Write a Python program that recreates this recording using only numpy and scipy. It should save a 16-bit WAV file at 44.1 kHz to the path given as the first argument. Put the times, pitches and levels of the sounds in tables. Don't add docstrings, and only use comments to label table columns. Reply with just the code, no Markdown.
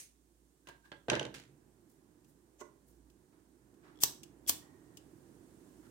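import sys
import numpy as np
from scipy import signal
from scipy.fft import rfft, irfft, next_fast_len
from scipy.io import wavfile

SR = 44100
rng = np.random.default_rng(int(sys.argv[2]) if len(sys.argv) > 2 else 0)


def generate_wav(signal):
    frames = np.transpose(np.atleast_2d(signal))
    scaled = np.clip(frames, -1, 1) * 32767
    pcm = np.round(scaled).astype(np.int16)
    wavfile.write(sys.argv[1], SR, pcm)


N = 260190
TIME = np.arange(N) / SR


def from_db(db):
    return 10 ** (np.asarray(db) / 20)


def at_hz(points, hz):
    knots, values = np.transpose(points)
    return np.interp(np.log(np.maximum(hz, 1)), np.log(knots), values)


def dying(age, t60):
    return np.exp(-np.log(1000) * age / max(t60, 1e-4))


def burst(s, rise, t60):
    out = np.zeros(N)
    start, top, end = np.searchsorted(TIME, [s - 10 * rise, s, s + 2 * t60])
    out[start:top] = np.exp((TIME[start:top] - s) / max(rise, 1e-5))
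    out[top:end] = dying(TIME[top:end] - s, t60)
    return out


def blows(rows, rise=0.00061):
    power = sum((from_db(db) * burst(s, rise, t60)) ** 2 for s, db, t60 in rows)
    return np.sqrt(power)


def with_rebound(hits, lag, loss_db):
    return list(hits) + [(s + lag, db - loss_db) for s, db in hits]


# (frequency [Hz], correlation)
MIC_LIKENESS = [(100, 2), (350, 0.76), (800, 0.32), (1600, -0.19), (3500, 0.05), (12000, 0)]


def two_mics(pair, hz, side):
    alike = np.clip(at_hz(MIC_LIKENESS, hz), -1, 1)
    lean = from_db(at_hz(side, hz))
    mid = np.sqrt(1 + alike) * pair[0]
    apart = np.sqrt(1 - alike) * pair[1]
    return np.array([lean * (mid + apart), mid - apart]) / np.sqrt(1 + lean ** 2)


def noise(colour, side):
    size = next_fast_len(N, real=True)
    hz = np.arange(size // 2 + 1) * SR / size
    spectra = two_mics(rfft(rng.standard_normal((2, size))), hz, side)
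    out = irfft(spectra * from_db(at_hz(colour, hz)), size)[:, :N]
    return out / np.sqrt(np.mean(out ** 2))


def grain(per_s, depth_db):
    steps = rng.standard_normal(N)
    gain = from_db(depth_db * np.interp(TIME * per_s, np.arange(N), steps))
    return gain / np.sqrt(np.mean(gain ** 2))


def struck(hits, modes, side, spread_db):
    out, age = np.zeros((2, N + SR)), TIME[:SR // 5]
    for hz, mode_db, t60 in modes:
        shape = dying(age, t60) * (1 - np.exp(-2 * hz * age))
        for s, db in hits:
            strength = from_db(db + mode_db + spread_db * rng.standard_normal())
            detune = 1 + 0.02 * rng.standard_normal()
            ring = shape * np.exp(2j * np.pi * hz * age * detune)
            heard = two_mics(np.exp(2j * np.pi * rng.random(2)), hz, side)
            at = max(round(s * SR), 0)
            out[:, at:at + len(age)] += strength * np.real(heard[:, None] * ring)
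    return out[:, :N]


SNIP_S, SNIP_DB, SNIP_T60_S = 0.0, -47, .21
# (frequency [Hz], relative level [dB])
BLADE_COLOUR = [(300, -6), (1000, -18), (2300, -4), (3600, -6), (5200, -3.5), (6400, 5.5), (7500, -2.5),
                (9000, 5.5), (10500, -2.5), (16000, -10)]
# (frequency [Hz], left minus right [dB])
TABLE_BALANCE = [(100, -2.5), (400, -5.5), (900, -2.5), (1700, -5), (3500, -3), (7000, -3), (12000, 1.5)]


def snip():
    return blows([(SNIP_S, SNIP_DB, SNIP_T60_S)]) * noise(BLADE_COLOUR, TABLE_BALANCE)


RUMBLE_REF_DB = -63
MURK_DB, MURK_FOLLOWS = -76.5, 0.87
HISS_DB = -81
HANDLING_FROM_S, HISS_GROWTH_DB_PER_S = 4, 3.5
# (time [s], level [dB])
RUMBLE_LEVEL = [(0, -77.5), (0.6, -75.5), (1.6, -69), (2.5, -71), (3.5, -71), (4.0, -64.5), (5.9, -63)]
# (frequency [Hz], relative level [dB])
RUMBLE_COLOUR = [(20, -28.5), (42, -17), (58, -6.5), (80, -6.5), (110, -2), (150, -1), (210, -3), (330, 4),
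                 (420, -5.5), (550, -15), (900, -26.5), (2000, -49.5)]
# (frequency [Hz], relative level [dB])
MURK_COLOUR = [(300, -8), (600, 1.5), (1000, 1.5), (1300, -4), (1650, -1.5), (2400, -12), (4000, -22),
               (9000, -31.5)]
# (frequency [Hz], relative level [dB])
HISS_COLOUR = [(1000, -11), (3000, -5.5), (5000, -4.5), (6800, -0.5), (9000, 1), (10500, -4.5), (15500, -7)]
# (frequency [Hz], left minus right [dB])
ROOM_BALANCE = [(60, -10.5), (350, -9), (1500, -7), (3500, -3.5), (7000, -7), (12000, 0)]


def background():
    rumble_db = np.interp(TIME, *np.transpose(RUMBLE_LEVEL))
    murk_db = MURK_DB + MURK_FOLLOWS * (rumble_db - RUMBLE_REF_DB)
    hiss_db = HISS_DB + HISS_GROWTH_DB_PER_S * np.maximum(TIME - HANDLING_FROM_S, 0)
    layers = [(rumble_db, RUMBLE_COLOUR), (murk_db, MURK_COLOUR), (hiss_db, HISS_COLOUR)]
    lift = from_db(4.0)
    return lift * sum(from_db(db) * noise(colour, ROOM_BALANCE) for db, colour in layers)


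HUM_HZ, HUM_DB = 57.4, -71


def hum():
    tone = from_db(HUM_DB) * np.sin(2 * np.pi * HUM_HZ * TIME)
    balance = from_db([[-4.0], [3.0]])
    return tone * grain(per_s=6.9, depth_db=4.5) * balance


DROP_S, DROP_DB = 1.1002, -18.5
BOUNCE_GAP_S, GAP_SHRINK_S = .053, .0099
BOUNCE_LOSS_DB, FAR_SIDE_LOSS_DB = 4.8, 6


def bounces(count):
    hits = []
    for k in range(count):
        s = DROP_S + k * BOUNCE_GAP_S - k * (k - 1) / 2 * GAP_SHRINK_S
        far_side = k % 2
        hits.append((s, DROP_DB - k * BOUNCE_LOSS_DB - far_side * FAR_SIDE_LOSS_DB))
    return hits


REBOUND_S, REBOUND_LOSS_DB = .008, 7
BOUNCE_HANDLE_DB = -16
SETTLE_S, SETTLE_DB, SETTLE_T60_S = 1.342, -46, 0.23
# (time [s], table top [dB], handles [dB])
HANDLE_KNOCKS = [(0.672, -59.5, -55), (0.688, -53.5, -51.5), (0.918, -48, -47.5), (1.0845, -32.5, -40.5),
                 (1.117, -27.5, -40), (1.132, -30.5, -34.5), (1.1616, -41, -38.5), (1.212, -37.5, -43.5),
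                 (1.252, -45.5, -47.5)]
# (frequency [Hz], relative level [dB], t60 [s])
TABLE_TOP_MODES = [(132, -3, 0.086), (148, -6.5, .1), (242, -13.5, 0.18), (335.7, -5, 0.18),
                   (418, -4.5, 0.12), (466, -5, 0.11), (516, -2, 0.027), (604.5, 4.5, 0.023),
                   (593, 4.5, 0.039), (652, -1, 0.05), (779, -7, 0.07), (889.4, -2.5, 0.099)]
# (frequency [Hz], relative level [dB], t60 [s])
SCISSOR_RINGS = [(1031, -0.5, 0.078), (1240, -10.5, 0.052), (1554, 1.5, 0.12), (1455, -3.5, .06),
                 (1614, -5.5, 0.067), (1772, -6, .06), (2064, -3.5, 0.074), (2850, -13.5, 0.045),
                 (3330, -28.5, 0.046)]
# (frequency [Hz], relative level [dB])
THUD_COLOUR = [(35, -27), (60, -15), (130, -3), (200, 2.5), (350, 5.5), (620, 5), (1000, -9), (2000, -17),
               (5000, -49)]
# (frequency [Hz], relative level [dB])
HANDLE_COLOUR = [(200, -22), (600, -24), (1080, -6.5), (1320, -5), (1580, -1.5), (1900, -6), (2300, -7.5),
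                 (3500, -7.5), (7000, -27), (15000, -46)]
# (frequency [Hz], relative level [dB])
SETTLING_COLOUR = [(150, -5), (500, -6), (900, -4), (2100, 2), (3500, -1), (6500, -5), (9000, -9),
                   (16000, -22)]


def scissors_laid_down():
    on_table = with_rebound([(s, db) for s, db, _ in HANDLE_KNOCKS], REBOUND_S, REBOUND_LOSS_DB)
    on_handles = with_rebound([(s, db) for s, _, db in HANDLE_KNOCKS], REBOUND_S, REBOUND_LOSS_DB)
    on_handles += [(s, db + BOUNCE_HANDLE_DB) for s, db in bounces(count=6)]
    top = from_db(-5.0) * struck(on_table, TABLE_TOP_MODES, TABLE_BALANCE, spread_db=0.5)
    thud = blows([(s, db, .055) for s, db in on_table]) * noise(THUD_COLOUR, TABLE_BALANCE)
    ringing = from_db(-6.0) * struck(on_handles, SCISSOR_RINGS, TABLE_BALANCE, spread_db=4.0)
    clack = blows([(s, db, .045) for s, db in on_handles]) * noise(HANDLE_COLOUR, TABLE_BALANCE)
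    settle = blows([(SETTLE_S, SETTLE_DB, SETTLE_T60_S)]) * noise(SETTLING_COLOUR, TABLE_BALANCE)
    settle = settle * grain(per_s=400, depth_db=4.5)
    return top + (thud + clack) * grain(per_s=1200, depth_db=2.0) + ringing + settle


PIVOT_DB, PIVOT_FOLLOWS = -42, .2
RATTLE_T60_S = 0.014
# (frequency [Hz], relative level [dB])
PIVOT_COLOUR = [(500, -25), (1800, -7), (2900, 11.5), (4500, -5), (6300, -2), (8500, -12.5), (11000, -21.5),
                (16000, -34.5)]


def blade_rattle():
    shaken = [(s, PIVOT_DB + PIVOT_FOLLOWS * db) for s, db, _ in HANDLE_KNOCKS]
    hits = bounces(count=6) + shaken
    return blows([(s, db, RATTLE_T60_S) for s, db in hits]) * noise(PIVOT_COLOUR, TABLE_BALANCE)


TICK_T60_S, TICK_REBOUND_S, TICK_REBOUND_LOSS_DB = .032, 0.0039, 6
# (time [s], level [dB])
SMALL_TICKS = [(0.673, -57), (0.6875, -53.5), (2.246, -67), (3.1, -65), (3.741, -72), (4.2332, -45.5),
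               (4.9715, -47.5)]
# (frequency [Hz], relative level [dB])
TICK_COLOUR = [(500, -11), (2000, -11.5), (2900, 5.5), (4000, -2.5), (5200, 1), (7000, 2.5), (9000, 0),
               (12000, -7.5), (16000, -4.5)]
# (frequency [Hz], left minus right [dB])
LIGHTER_BALANCE = [(150, -14), (450, -9), (900, -1), (3000, -1), (7000, 2), (13000, 3.5)]


def ticks():
    hits = with_rebound(SMALL_TICKS, TICK_REBOUND_S, TICK_REBOUND_LOSS_DB)
    return blows([(s, db, TICK_T60_S) for s, db in hits]) * noise(TICK_COLOUR, LIGHTER_BALANCE)


def friction(strokes, rise, t60, colour):
    envelope = blows([(s, db, t60) for s, db in strokes], rise)
    return envelope * noise(colour, TABLE_BALANCE) * grain(per_s=130, depth_db=2.0)


# (time [s], level [dB])
SQUEAK_STROKES = [(0.692, -57), (0.855, -61)]
# (frequency [Hz], relative level [dB])
SQUEAK_COLOUR = [(500, -28), (1050, -8.5), (1350, -24), (1600, 2), (1950, -21), (4000, -22.5), (12000, -34)]
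# (time [s], level [dB])
YARN_STROKES = [(1.9, -71), (2.285, -70.5), (2.885, -68), (3.1, -81)]
# (frequency [Hz], relative level [dB])
YARN_COLOUR = [(1500, -24), (4000, -12), (7000, -4), (12000, -2.5), (16000, -5)]
# (time [s], level [dB])
SKIN_STROKES = [(3.335, -74), (3.847, -62), (5.84, -68.5)]
# (frequency [Hz], relative level [dB])
SKIN_COLOUR = [(250, -9.5), (700, -1), (1400, 1), (2500, -11), (5000, -18), (12000, -31.5)]


def handling():
    squeaks = friction(SQUEAK_STROKES, rise=.012, t60=.22, colour=SQUEAK_COLOUR)
    yarn = friction(YARN_STROKES, rise=.012, t60=.3, colour=YARN_COLOUR)
    skin = friction(SKIN_STROKES, rise=.012, t60=.6, colour=SKIN_COLOUR)
    return squeaks + yarn + skin


# (time [s], body before its gain [dB], scuff [dB])
PICKUP_KNOCKS = [(2.604, -59.5, -62), (2.612, -43, -53.5), (2.618, -40, -58.5), (2.657, -74, -82),
                 (2.693, -62, -83)]
# (frequency [Hz], relative level [dB], t60 [s])
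PICKUP_RINGS = [(334, 0, 0.13), (409, -1.5, 0.038), (610, -3.5, 0.037), (975, -6.5, 0.05),
                (1078, -2.5, 0.06), (1433, -9, 0.057), (2000, -13, 0.046)]
# (frequency [Hz], relative level [dB])
SCUFF_COLOUR = [(200, -17), (400, 2), (700, 4.5), (1200, -9), (2500, -4.5), (4800, -12), (6500, 4.5),
                (8000, -4), (10000, -12.5), (16000, -18)]


def lighter_picked_up():
    hits = [(s, db) for s, db, _ in PICKUP_KNOCKS]
    knock = from_db(-3.0) * struck(hits, PICKUP_RINGS, ROOM_BALANCE, spread_db=0.0)
    scuff = sum(from_db(db) * burst(s, 0.0077, 0.03) for s, _, db in PICKUP_KNOCKS)
    return knock + scuff * noise(SCUFF_COLOUR, TABLE_BALANCE)


TOOTH_DB, TOOTH_GROWTH_DB_PER_S, TOOTH_GAP_S = -41, 290, .0155
LEVER_LAG_S, LEVER_DB = .007, -36


def hood_hits(start, stop):
    ahead = np.arange(0, stop - start + TOOTH_GAP_S / 2, TOOTH_GAP_S)
    teeth = [(stop - t, TOOTH_DB - TOOTH_GROWTH_DB_PER_S * t) for t in ahead]
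    return teeth + [(stop + LEVER_LAG_S, LEVER_DB)]


THUMP_DB = -30
# (thumb rolls on [s], wheel bites [s], spark [s], rasp [dB],
# rasp swell time [s], spark [dB], spark rise [s])
WHEEL_STRIKES = [(3.957, 3.997, 4.0356, -31, 0.015, -12.5, .0006),
                 (4.464, 4.467, 4.4956, -28, .03, -17.5, 0.0015)]
# (frequency [Hz], relative level [dB])
RASP_COLOUR = [(200, -16.5), (1000, -14.5), (2000, -9), (3300, -2.5), (4000, -8), (5000, 1), (7500, 5),
               (10500, 2.5), (14500, 2), (16000, -1)]
# (frequency [Hz], relative level [dB])
SPARK_COLOUR = [(600, -8), (1500, -13.5), (3000, -6), (4300, -2.5), (5700, 2), (7800, 0), (10500, -5.5),
                (12500, -0.5), (14500, 3.5), (16000, -7)]
# (frequency [Hz], relative level [dB])
THUMP_COLOUR = [(35, -19.5), (80, 1), (250, 2.5), (450, -7.5), (800, -14.5), (1500, -11.5), (4000, -30)]
# (frequency [Hz], relative level [dB], t60 [s])
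HOOD_RINGS = [(2800, -6.5, 0.008), (3360, 0, 0.026), (4500, -3.5, 0.0046), (5340, -2.5, 0.011),
              (7200, -8.5, 0.014), (14000, -9, .01)]
# (frequency [Hz], relative level [dB], t60 [s])
BODY_RINGS = [(172, -4, 0.034), (306, 0, 0.038), (410, -9.5, 0.031), (648, -17, 0.0075), (1140, -9, 0.033)]


def lighter_struck():
    rasp, crack, sizzle, thump, teeth = 0, 0, 0, 0, []
    for roll, start, stop, rasp_db, swell, spark_db, spark_rise in WHEEL_STRIKES:
        gripping = np.clip((TIME - start) / 0.016, 0, 1) ** 2
        rasp = rasp + from_db(rasp_db) * gripping * burst(stop, swell, 0.07)
        crack = crack + from_db(spark_db) * burst(stop, spark_rise, 0.014)
        sizzle = sizzle + from_db(spark_db - 16) * burst(stop, spark_rise, 0.087)
        thump = thump + from_db(THUMP_DB) * burst(stop, 3e-4, 0.015)
        teeth = teeth + hood_hits(roll, stop)
    grit = grain(per_s=900, depth_db=1.5)
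    flint = rasp * grit * noise(RASP_COLOUR, LIGHTER_BALANCE)
    sparks = (crack + sizzle * grit) * noise(SPARK_COLOUR, LIGHTER_BALANCE)
    hood = from_db(-2.0) * struck(teeth, HOOD_RINGS, LIGHTER_BALANCE, spread_db=1.5)
    thumb_hits = [(stop, THUMP_DB) for _, _, stop, *_ in WHEEL_STRIKES]
    body = from_db(-1.5) * struck(thumb_hits, BODY_RINGS, LIGHTER_BALANCE, spread_db=5.0)
    return flint + sparks + hood + body + thump * noise(THUMP_COLOUR, LIGHTER_BALANCE)


GAS_ON_S, GAS_OFF_S, GAS_RISE_S, GAS_DB = 4.5, 4.97, .08, -79.5
FLARE_S, FLARE_DB, FLARE_T60_S = 4.65, -69.5, 0.78
# (frequency [Hz], relative level [dB])
FLAME_COLOUR = [(300, -10), (1000, 3), (1720, -12), (1860, 9.5), (2030, -7), (2600, -20.5), (5000, -24),
                (15000, -29.5)]


def flame():
    valve = np.clip((TIME - GAS_ON_S) / GAS_RISE_S, 0, 1) * (TIME < GAS_OFF_S)
    flow = from_db(GAS_DB) + from_db(FLARE_DB) * burst(FLARE_S, GAS_RISE_S, FLARE_T60_S)
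    return valve * flow * noise(FLAME_COLOUR, ROOM_BALANCE)


# (frequency [Hz], t60 [s])
ROOM_DECAY = [(150, 0.97), (600, 0.39), (2000, .29), (6000, .31), (10000, 0.26), (15000, 0.23)]
# (frequency [Hz], relative level [dB])
ROOM_STRENGTH = [(150, 3), (600, 1), (2000, 3), (6500, -2), (10000, 0), (15000, -3.5)]
# (frequency [Hz], left minus right [dB])
REFLECTION_BALANCE = [(300, -0.5), (5000, -3.5), (12000, -4.5)]


def room(x):
    age, tail = TIME[:SR // 2], 0
    edges = np.geomspace(60, 17000, 13)
    for low, high in zip(edges, edges[1:]):
        hz = np.sqrt(low * high)
        band_filter = signal.butter(2, [low, high], "band", fs=SR, output="sos")
        band = signal.sosfilt(band_filter, rng.standard_normal((2, len(age))))
        t60 = at_hz(ROOM_DECAY, hz)
        unit_energy = np.sqrt(2 * np.log(1000) / (t60 * SR))
        strength = unit_energy * from_db(at_hz(ROOM_STRENGTH, hz))
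        tail = tail + two_mics(band, hz, REFLECTION_BALANCE) * dying(age, t60) * strength
    after_gap = np.clip(age / 0.0045 - .5, 0, 1)
    return signal.fftconvolve(x, tail * after_gap, axes=1)[:, :N]


def scene():
    knocks = snip() + scissors_laid_down() + lighter_picked_up()
    clicks = blade_rattle() + lighter_struck() + ticks() + handling()
    reflections = room(from_db(-6.5) * knocks + from_db(-9.5) * clicks)
    return knocks + clicks + reflections + flame() + background() + hum()


def record(dry):
    lean = signal.sosfilt(signal.butter(2, 42, "high", fs=SR, output="sos"), dry)
    rounded = .6 * np.tanh(lean / .6)
    treble_cut = signal.ellip(10, .1, 80, 16000, fs=SR, output="sos")
    return signal.sosfilt(treble_cut, rounded)


dry = scene()
out = record(dry)
generate_wav(out)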